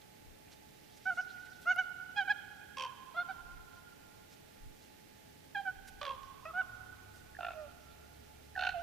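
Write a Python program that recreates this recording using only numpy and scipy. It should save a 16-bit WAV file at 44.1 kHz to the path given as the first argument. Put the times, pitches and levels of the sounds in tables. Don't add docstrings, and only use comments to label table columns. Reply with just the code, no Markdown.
import sys
import numpy as np
from scipy import signal
from scipy.fft import rfft, irfft, next_fast_len
from scipy.io import wavfile
from scipy.ndimage import uniform_filter1d

SR = 44100
rng = np.random.default_rng(int(sys.argv[2]) if len(sys.argv) > 2 else 0)


def ratio_of_db(decibels):
    return 10 ** (np.asarray(decibels, float) / 20)


def store_wav(level_fs):
    pcm = np.round(np.clip(np.atleast_2d(level_fs), -1, 1) * 32767)
    wavfile.write(sys.argv[1], SR, pcm.T.astype(np.int16))


N = 388962
TIME = np.arange(N) / SR

# t/s, pitch f/Hz, 1st partial level/dB, 2nd partial level/dB
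HONKS = [
    [(1.053, 736, -64, -65), (1.065, 744, -45, -34.5), (1.073, 758, -44, -33), (1.093, 763, -41, -34.5),
     (1.102, 744, -43, -32.5), (1.107, 721, -48, -29), (1.114, 716, -43.5, -35.5), (1.143, 697, -56, -53)],
    [(1.171, 720, -63, -57), (1.175, 702, -49, -43), (1.182, 711, -47, -33.5), (1.194, 742, -45.5, -30.5),
     (1.203, 740, -46, -33), (1.207, 736, -47, -35), (1.212, 720, -53, -47), (1.216, 706, -64, -48)],
    [(1.654, 620, -63, -63), (1.668, 690, -50, -39.5), (1.678, 706, -43, -27.5),
     (1.693, 715.4, -42.5, -25.5), (1.706, 742, -40.5, -26.5), (1.717, 741, -41.5, -25.5),
     (1.726, 710, -45.5, -37), (1.737, 676, -61, -52)],
    [(1.76, 701, -52, -52), (1.77, 704, -48.5, -37), (1.774, 703, -52, -43), (1.783, 747, -43, -41),
     (1.793, 751, -40.5, -25.5), (1.797, 750, -41.5, -32), (1.814, 732, -49, -33), (1.831, 696, -62, -52)],
    [(2.158, 807, -57, -60), (2.164, 823, -50, -55), (2.168, 832.5, -44.5, -48), (2.181, 814, -38, -33.5),
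     (2.194, 822, -38, -27.5), (2.204, 789, -38.5, -34.5), (2.208, 780, -39, -33.5), (2.24, 734, -67, -62)],
    [(2.272, 800, -61, -52), (2.285, 772, -43, -33), (2.289, 744, -45.5, -44), (2.3, 833, -39, -31.5),
     (2.309, 834, -40, -24.5), (2.316, 830, -39.5, -27), (2.325, 782, -46.5, -56), (2.33, 769, -53, -46)],
    [(3.142, 654, -57, -65), (3.156, 649, -53, -48), (3.162, 674, -56, -46), (3.169, 705, -46, -42),
     (3.187, 690, -43.5, -31.5), (3.201, 711, -42, -32.5), (3.207, 714, -45, -33), (3.232, 704, -64, -41)],
    [(3.281, 731, -64, -64), (3.287, 733, -52, -51), (3.291, 756, -47, -46), (3.302, 775, -43, -48),
     (3.306, 770, -45.5, -41.5), (3.318, 729, -49, -43), (3.322, 718, -52, -48), (3.328, 719, -62, -45)],
    [(5.546, 874, -60, -72), (5.554, 834, -48, -35.5), (5.558, 817, -43, -34.5), (5.565, 795, -42, -42),
     (5.569, 791.6, -40, -39), (5.59, 807, -42, -39.5), (5.603, 796, -40, -54), (5.625, 770, -66, -66)],
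    [(5.651, 777, -63, -50), (5.657, 760, -53, -45), (5.662, 772, -46, -40), (5.666, 777, -44, -38),
     (5.672, 771, -39.5, -43), (5.68, 749, -43, -33), (5.701, 745, -53, -43.5), (5.713, 740, -62, -51)],
    [(6.451, 735, -64, -67), (6.457, 628, -47.5, -44.5), (6.463, 626, -49, -42), (6.468, 640, -49.5, -58),
     (6.488, 667, -56, -47), (6.504, 645, -55, -49), (6.511, 626, -62, -41), (6.515, 624, -73, -59)],
    [(6.531, 656, -62, -54), (6.535, 701.6, -54, -63), (6.579, 738, -42, -33), (6.585, 758.5, -41, -33.5),
     (6.589, 758.5, -41, -37.5), (6.605, 739, -46, -30.5), (6.609, 748, -47, -31), (6.622, 677, -51, -43)],]
# level over the 1st partial/dB, drift from start to end/dB
HONK_BRIGHTNESS = [(-13.5, -9), (-7.5, -6), (-3, 7), (-2, 1), (-5.5, -15), (-4, 6), (-8.5, 0), (-13.5, 0),
                   (-13, -20), (-16.5, -5), (-5.5, -8), (-18, 25)]
# level/dB of the 3rd, 4th, 5th .. 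partial
HONK_COLOURS = [(0, -8, -16, -21, -20, -27, -24), (0, -4, -20, -20, -20, -16, -19),
                (0, -6, -20, -22, -25, -20, -18), (0, -3, -23, -29, -26, -19, -25),
                (-3, 0, -14, -18, -26, -30, -30), (0, -2, -10, -16, -30, -30, -30),
                (0, -9, 0, -6, -22, -22, -28), (0, -7, -6, -9, -29, -30, -28),
                (-2, 0, -10, -19, -30, -30, -30), (0, -3, -25, -22, -30, -25, -30),
                (-1, 0, -22, -30, -30, -21, -21), (0, -2, -12, -24, -22, -20, -23)]
# f/Hz, width/Hz, level/dB
HONK_THROAT = [(2300, 700, 0), (3300, 900, -2), (4600, 900, -6)]
# t/s, attack/s, hold/s, release/s, 2nd partial level/dB
COOS = [
    (7.535, 0.052, 0.017, .08, -60),
    (8.738, 0.0092, 0.0476, 0.04, -76),
]
# first f/Hz, crest f/Hz, last f/Hz, 1st partial level/dB, higher partials level/dB
COO_TUNES = [(654, 622, 564, -46, -67), (770, 680, 700, -38.5, -64)]
# level/dB of the 3rd, 4th .. 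partial
COO_COLOURS = [(-0.72, 0, -12, -12, -25, -25, -30), (-1, 0, -10, -14, -20, -30, -30)]
DEEP_CROAKS = [
    (2.764, .006, .115, .02, -3),
    (6.044, .005, .105, .02, -3),
]
DEEP_TUNES = [(534, 520, 503, 1, -1.7), (566, 538, 505, 1, -0.99)]
DEEP_COLOURS = [(-9, -11, -6, 0, -12, -17, -12, -18, -12, -19, -24),
                (-1, -6, -2, 0, -6, -9, -14, -17, -20, -24, -27)]
STUTTER = [
    (6.0115, 0.00224, 0.038, 0.0074, 1.7),
]
STUTTER_TUNE = [(559, 580, 680, 3.4, -0.072)]
HIGH_CROAKS = [
    (7.384, .004, .15, .02, -3),
    (8.556, .004, .165, .015, -3),
]
HIGH_TUNES = [(715, 695, 670, -1, -2.3), (751, 733, 733, -0.5, -1.8)]
HIGH_COLOURS = [(-6, 0, -12, -17, -27, -30, -30), (-3, 0, -7, -7, -18, -20, -27)]
# f/Hz, width/Hz, level/dB
DEEP_THROAT = [
    [(1627, 460, -12), (2540, 290, -2), (3150, 240, 0.5), (4640, 230, -10), (5600, 420, -9.5),
     (7630, 4100, -15)],
    [(1103, 270, -4), (1514, 530, -3), (2490, 300, -3.5), (3290, 310, -3), (4500, 580, -12),
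     (5570, 600, -19)],
]
HIGH_THROAT = [
    [(950, 330, 0), (1750, 150, -1.5), (2580, 350, 5.5), (3500, 520, -3), (4000, 230, -14)],
    [(1050, 240, -19), (1800, 260, -5.5), (2660, 370, 0), (3650, 560, -6), (4160, 160, -6),
     (6000, 490, -19.5)],
]
# snap t/s, tone delay/s, 1st partial level/dB, 2nd level/dB, higher level/dB
DEEP_BEATS = [(2.771, .005, -54, -33, -42), (2.784, .009, -52, -33, -37), (2.7977, .007, -51, -32, -36),
              (2.8087, .006, -50, -34, -37), (2.8227, .008, -51, -30.5, -36), (2.8372, .004, -51, -31, -38),
              (2.849, .007, -53, -29, -40), (2.8643, .005, -60, -34, -45), (2.876, .005, -62, -43, -52),
              (6.0156, .0015, -47, -42, -39), (6.0307, .0011, -46, -42, -38), (6.041, .0022, -50, -45, -47),
              (6.0535, .0065, -50, -36, -39), (6.066, .008, -47, -33.5, -38), (6.0795, .003, -47, -34, -42),
              (6.0927, .008, -49, -29, -42), (6.1086, .004, -49, -29.5, -43), (6.12, .01, -53, -35, -49),
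              (6.134, .006, -55, -41, -52), (6.15, .004, -58, -46, -58)]
HIGH_BEATS = [(7.391, .001, -38.5, -42, -58), (7.4086, .001, -38, -38, -44), (7.422, .001, -48, -50, -49),
              (7.4315, .002, -40, -39, -43), (7.4492, .001, -37, -34, -39), (7.4678, .0013, -38, -38, -43),
              (7.4867, .0005, -38, -35, -44), (7.5062, .002, -40, -41, -46), (7.519, -.0013, -52, -41, -50),
              (7.534, .003, -48, -48, -52), (8.563, .0014, -43, -40, -54), (8.5787, 0, -37, -32, -50),
              (8.5935, .0035, -36, -30, -38.5), (8.6106, .004, -38, -35, -37),
              (8.6238, .002, -35, -29, -38), (8.6367, .002, -37, -29, -35), (8.6509, 0, -38, -29, -36),
              (8.658, 0, -39, -36, -48), (8.670, .0033, -34, -27, -33.5), (8.6915, .002, -36, -29, -36),
              (8.7067, .004, -55, -47, -46), (8.724, -.002, -55, -39, -50)]
SWELL_SHARES = [
    [0.13],
    [0.13],
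    [0.1],
]
FOLLOWS = (0.8, 1.4, 1.7)
# t/s, peak level/dB, f/Hz
KNOCKS = [
    (7.349, -43, 1700),
    (7.366, -42, 1720),
    (8.5527, -37.5, 1694),
    (8.559, -36.5, 1750),
]
# delay t/s, level/dB
ECHO = [(0, -21), (.03, -40.5), (.06, -32), (.15, -38.5), (.33, -42.5), (.7, -51), (2.2, -83)]
# f/Hz, level/dB
ECHO_COLOUR = [(400, -9.5), (750, -4.5), (1100, 3), (1400, 1.5), (1650, -6.5), (3000, -0.5), (6000, -12.5)]
# f/Hz, left over right level/dB, left phase lead/rad
PORTS = [(500, -8, .4), (750, -10, .5), (1050, -3, .25), (1500, -3, .55), (3000, -6.5, .15), (6000, -8, .4)]
# t/s, length/s, first f/Hz, last f/Hz, level/dB
CHIRPS = [
    (.335, .02, 3800, 3500, -71),
    (.555, .03, 3900, 3500, -71),
    (.715, .02, 4100, 3700, -70),
    (.765, .025, 3900, 3700, -69),
    (.89, .025, 3600, 3100, -67),
    (.93, .02, 3700, 2800, -69),
    (.975, .02, 3600, 3100, -70),
    (1.033, .025, 3700, 3100, -68),
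]
# t/s, level/dB, length/s, low edge f/Hz, high edge f/Hz
CREAKS = [(0.016, -61, 0.0074, 1500, 5970), (0.154, -67, .015, 1800, 6000),
          (0.475, -64.5, 0.011, 1500, 2780), (0.518, -60, 0.023, 1410, 6150),
          (0.97, -62, 0.012, 2800, 8300), (1.13, -65.5, 0.048, 3500, 8600), (1.453, -65, 0.013, 1980, 8020),
          (1.614, -64, 0.028, 2940, 15160), (1.761, -50, 0.00092, 3960, 12000),
          (4.315, -65, 0.032, 2000, 6800), (4.818, -67.5, 0.043, 2540, 7040),
          (5.878, -55, 0.014, 1514, 11000), (6.232, -54, 0.0028, 2000, 4200),
          (7.152, -66.5, 0.04, 3000, 10500)]
# f/Hz, width/Hz, left level/dB, right level/dB
WHINE = [(426, 3., -72, -66.5), (855, 1.5, -77, -65)]
# t/s, firing f/Hz, level/dB
ENGINE = [
    (5.5, 52.3, -73),
    (6.05, 63.5, -67.5),
    (8.82, 75.4, -61.5),
]
# multiple of firing rate, level/dB
ENGINE_ORDERS = [(1, -0.5), (1.5, -11), (2, -14)]
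# t/s, f/Hz, level/dB
COASTING = [
    (6.65, 118.5, -63.5),
    (6.866, 103, -63.5),
    (7.25, 93.7, -64),
]
# t/s, level/dB
WIND = [(0.0, -84), (0.19, -88), (.28, -65.5), (.38, -83), (3.14, -89), (3.56, -61.5), (3.76, -80),
        (4.55, -83), (4.66, -57), (4.8, -86), (5.65, -91), (5.77, -70.5), (6.2, -70), (6.6, -78),
        (7.6, -74), (8.28, -81), (8.82, -67)]
# t/s, level/dB
LEAVES = [
    (0, -94),
    (.8, -72),
    (1.2, -65.5),
    (1.6, -68),
    (2.2, -80),
    (8.82, -74.5),
]
# f/Hz, density level/dB per Hz
FLOOR = [(24, -51), (40, -15), (75, -3), (154, -4.5), (295, -7.5), (419, -13), (860, -14.5), (950, -22.5),
         (1390, -20), (1700, -16), (3000, -19.5), (7000, -25), (9000, -26.5), (15700, -25.5)]
# f/Hz, left over right level/dB
FLOOR_BALANCE = [(60, -1), (400, 1), (700, -4), (1300, -4), (6500, -9), (8500, -3), (10500, -33),
                 (15000, -16)]
# f/Hz, left-right likeness (-1..1)
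FLOOR_LIKENESS = [(60, 0.56), (130, 0.55), (290, -0.22), (640, -0.33), (1410, 0.076), (3100, 0.068),
                  (6820, 0.0053), (15000, 0.57)]


def raven():
    honks = voice(honked(HONKS, HONK_BRIGHTNESS), HONK_COLOURS,
                  throats=[HONK_THROAT] * len(HONK_COLOURS), air_db=-20.5)
    coos = voice(sung(COOS, COO_TUNES), COO_COLOURS)
    push, pulse = rattle(DEEP_BEATS, (.5, .42, .78))
    deep = voice(sung(DEEP_CROAKS, DEEP_TUNES), DEEP_COLOURS, pulse, push,
                 jitter=.013, bend=.02, throats=DEEP_THROAT, air_db=-1, sag_db=-14)
    stutter = voice(sung(STUTTER, STUTTER_TUNE), DEEP_COLOURS[1:], pulse, push,
                    jitter=.026, bend=.03, throats=DEEP_THROAT[1:], air_db=3)
    push, pulse = rattle(HIGH_BEATS, (.8, .86, .78))
    high = voice(sung(HIGH_CROAKS, HIGH_TUNES), HIGH_COLOURS, pulse, push,
                 jitter=.02, bend=.02, throats=HIGH_THROAT, air_db=5)
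    return honks + coos + deep + stutter + high + beak_knocks()


def honked(notes, brightness):
    curves = []
    for rows, (over_db, lean_db) in zip(notes, brightness):
        s, hz, first_db, second_db = np.transpose(rows)
        peak_db = first_db.max()
        part = (s - s[0]) / (s[-1] - s[0])
        upper_db = peak_db + over_db + 1.06 * (first_db - peak_db) + lean_db * (part - .5)
        curves.append(np.column_stack([s, hz, first_db, second_db, upper_db]))
    return curves


def sung(notes, tunes):
    curves = []
    for note, tune in zip(notes, tunes):
        s, attack_s, hold_s, release_s, second_db = note
        first_hz, crest_hz, last_hz, first_db, upper_db = tune
        length_s = attack_s + hold_s + release_s
        crest_s = attack_s + 0.695 * hold_s
        age = np.linspace(0, length_s, num=60)
        effort = np.minimum(age / attack_s, (length_s - age) / release_s)
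        effort_db = 20 * np.log10(np.clip(effort, .03, 1))
        before = np.maximum(1 - age / crest_s, 0)
        after = np.maximum(age - crest_s, 0) / (length_s - crest_s)
        hz = crest_hz + (first_hz - crest_hz) * before ** 2.35 + (last_hz - crest_hz) * after ** 1.02
        levels_db = np.array([[first_db], [second_db], [upper_db]]) + np.outer(FOLLOWS, effort_db)
        levels_db[1] += .7 * drift(34, size=SR // 4)[(age * SR).astype(int)]
        curves.append(np.column_stack([s + age, hz, *levels_db]))
    return curves


def rattle(beats, depths):
    shape = np.zeros((3, N))
    starts = np.array(beats)[:, 0]
    gaps = np.clip(np.diff(starts, append=9), .01, .02)
    gaps = gaps * np.where(starts > 8, 1.2, 1)
    for (s, later_s, *levels_db), gap_s in zip(beats, gaps):
        at = slice(round((s - .02) * SR), round((s + .06) * SR))
        delay_s = later_s * np.array([[1], [1], [0]])
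        swell_s = gap_s * np.array(SWELL_SHARES)
        age = np.maximum((TIME[at] - s - delay_s) / swell_s + 2, 0)
        shape[:, at] += ratio_of_db(np.array(levels_db)[:, None]) * (age / 2) ** 2 * np.exp(2 - age)
    depths = np.clip(depths, 0, 1)[:, None]
    mean = np.maximum(uniform_filter1d(shape, size=700, axis=1), 0)
    pulse = shape[2] / (mean[2] + 1e-5)
    return depths * shape + (1 - depths) * mean, pulse


def voice(notes, colours, pulse=np.ones(N), pressures=np.ones((3, N)), jitter=.002, bend=0,
          throats=None, air_db=0, sag_db=0):
    out = np.zeros(N)
    for rows, colour, throat in zip(notes, colours, throats or [()] * len(notes)):
        rows = np.array(rows)
        rows[:, 2:] = ratio_of_db(rows[:, 2:])
        at, (hz, *gains), gate = played(rows, fade_s=0.0031)
        wobble = jitter * drift(70.6, size=len(at)) + bend * (pulse[at] - 1)
        turns = np.cumsum(hz * (1 + wobble)) / SR
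        multiples = 3 + np.arange(len(colour))[:, None]
        flicker_db = 2.5 * np.array([drift(50, size=len(at)) for _ in colour])
        partials = np.sin(2 * np.pi * multiples * turns + multiples ** 2)
        upper = rms_one(np.sum(ratio_of_db(np.array(colour)[:, None] + flicker_db) * partials, axis=0))
        upper += breath(throat, len(at), air_db, sag_db)
        upper = upper / np.sqrt(uniform_filter1d(upper ** 2, size=260) + .05 * np.mean(upper ** 2))
        first = np.sqrt(2) * np.sin(2 * np.pi * turns)
        second = np.sqrt(2) * np.sin(4 * np.pi * turns)
        for layer, gain, pressure in zip((first, second, rms_one(upper)), gains, pressures):
            out[at] += gain * gate * layer * pressure[at]
    return out


def breath(throat, size, air_db, sag_db):
    turbulence = rng.standard_normal(size)
    out = np.zeros(size)
    course = np.linspace(-.3, 1, num=size) ** 3
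    for peak_hz, width_hz, db in throat:
        ringing = resonance(resonance(turbulence, peak_hz, width_hz), peak_hz, width_hz)
        tilt_db = sag_db * np.log2(peak_hz / 2800) * course
        out += ratio_of_db(db + air_db + tilt_db) * rms_one(ringing)
    return out


def resonance(x, hz, width_hz):
    r = np.exp(-np.pi * width_hz / SR)
    poles = [1, -2 * r * np.cos(2 * np.pi * hz / SR), r * r]
    return signal.lfilter([(1 - r * r) / 2, 0, (r * r - 1) / 2], poles, x)


def beak_knocks():
    out = np.zeros(N)
    for s, db, hz in KNOCKS:
        burst = np.exp(-((TIME - s - .003) / 0.0019) ** 2)
        out += ratio_of_db(db) * burst * np.sin(2 * np.pi * hz * TIME)
    return out


def outdoors(x):
    size = next_fast_len(N + 3 * SR)
    hz = np.arange(size // 2 + 1) * SR / size
    ratio = ratio_of_db(at_hz(PORTS, hz))
    lead = np.exp(1j * at_hz(PORTS, hz, column=2))
    ports = np.array([ratio * lead, np.ones(len(hz))]) * 2 / (1 + ratio)
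    delay_s = np.arange(round(ECHO[-1][0] * SR)) / SR
    lumps_db = np.interp(delay_s, *np.transpose(ECHO)) - 14 + 1.5 * drift(20, size=len(delay_s))
    common, left, right = rng.standard_normal((3, len(delay_s))) * ratio_of_db(lumps_db)
    scatter = np.array([0.38 * common + 0.54 * left, 0.94 * common + 0.57 * right])
    wash = rfft(scatter, size) * ratio_of_db(at_hz(ECHO_COLOUR, hz))
    return irfft(rfft(x, size) * ports * (1 + wash), size)[:, :N]


def songbirds():
    out = np.zeros(N)
    for s, length_s, first_hz, last_hz, db in CHIRPS:
        at = slice(round(s * SR), round((s + length_s) * SR))
        part = np.clip((TIME[at] - s) / length_s, 0, 1)
        hz = last_hz + (first_hz - last_hz) * (1 - part) ** 2
        out[at] += ratio_of_db(db) * np.sin(np.pi * part) * np.sin(2 * np.pi * np.cumsum(hz) / SR)
    return out * ratio_of_db([[-3], [2]])


def hand_creaks():
    out = np.zeros(N)
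    grit = rng.standard_normal(N) * ratio_of_db(3.0 * drift(600))
    for s, db, length_s, low_hz, high_hz in CREAKS:
        at = slice(max(round((s - .05) * SR), 0), round((s + .12) * SR))
        puff = np.exp(-((TIME[at] - s - length_s / 2) / (0.83 * length_s)) ** 2)
        out[at] += ratio_of_db(db) * rms_one(band(grit[at], low_hz, high_hz)) * puff
    return out * ratio_of_db([[-3], [2]])


def camera_motor():
    out = np.zeros((2, N))
    for hz, width_hz, left_db, right_db in WHINE:
        turns = np.cumsum(hz + width_hz * drift(13.2)) / SR
        tone = np.sqrt(2) * np.sin(2 * np.pi * turns) * ratio_of_db(2.0 * drift(9.8))
        out += tone * ratio_of_db([[left_db], [right_db]]) * [[-1], [1]]
    return out


def far_engines():
    out = np.zeros((2, N))
    for rows, orders in ((ENGINE, ENGINE_ORDERS), (COASTING, ENGINE_ORDERS[:1])):
        at, (hz, db), gate = played(rows, fade_s=0.057)
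        turns = np.cumsum(hz) / SR
        hum = sum(ratio_of_db(order_db) * np.sin(2 * np.pi * k * turns) for k, order_db in orders)
        out[:, at] += np.sqrt(2) * gate * ratio_of_db(db) * hum
    return out


def wind():
    return ratio_of_db(np.interp(TIME, *np.transpose(WIND)) + 9.0) * np.array([drift(60), drift(40.5)])


def leaves():
    rustle = np.zeros(N)
    for hz in (1730, 2320, 3200, 4560):
        rustle += ratio_of_db(4.5 * drift(12.0)) * band(rng.standard_normal(N), hz, 1.38 * hz)
    return ratio_of_db(np.interp(TIME, *np.transpose(LEAVES))) * rms_one(rustle) * ratio_of_db([[-3], [2]])


def traffic_and_hiss():
    one, other = rfft(rng.standard_normal((2, N)))
    hz = np.arange(len(one)) * SR / N
    alike = np.clip(at_hz(FLOOR_LIKENESS, hz), -.95, .95)
    ratio = ratio_of_db(at_hz(FLOOR_BALANCE, hz))
    pair = np.array([ratio * one, alike * one + np.sqrt(1 - alike ** 2) * other])
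    mono_gain = np.sqrt(1 + ratio ** 2 + 2 * alike * ratio)
    pair = irfft(pair * ratio_of_db(at_hz(FLOOR, hz)) / mono_gain, N)
    return ratio_of_db(-61.5) * pair / np.std(pair.mean(axis=0))


def rms_one(x):
    return x / np.sqrt(np.mean(x ** 2) + 1e-20)


def at_hz(points, hz, column=1):
    points = np.array(points)
    return np.interp(np.log(np.maximum(hz, 1)), np.log(points[:, 0]), points[:, column])


def band(x, low_hz, high_hz):
    edges = [low_hz, min(high_hz, .45 * SR)]
    return signal.sosfilt(signal.butter(2, edges, "band", fs=SR, output="sos"), x)


def drift(rate, size=N):
    return rms_one(band(rng.standard_normal(size + SR // 4), rate / 4, rate)[SR // 4:])


def played(rows, fade_s):
    s, *columns = np.transpose(rows)
    end = round(s[-1] * SR)
    at = np.arange(round(s[0] * SR), min(end, N))
    to_end = end - at + SR * (at[-1] > N - 20)
    gate = np.clip(np.minimum(at - at[0], to_end) / (fade_s * SR), 0, 1)
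    return at, [np.interp(TIME[at], s, c) for c in columns], gate


def scene():
    near = outdoors(raven()) + songbirds() + hand_creaks() + camera_motor()
    return near + far_engines() + wind() + leaves() + traffic_and_hiss()


def band_limit(x):
    return signal.sosfilt(signal.butter(12, 15830, fs=SR, output="sos"), x)


def record(dry):
    low_pass = signal.cheby2(14, 60, 1.01 * 15800, fs=SR, output="sos")
    mix = signal.sosfilt(low_pass, dry)
    return band_limit(mix)


dry = scene()
out = record(dry)
store_wav(out)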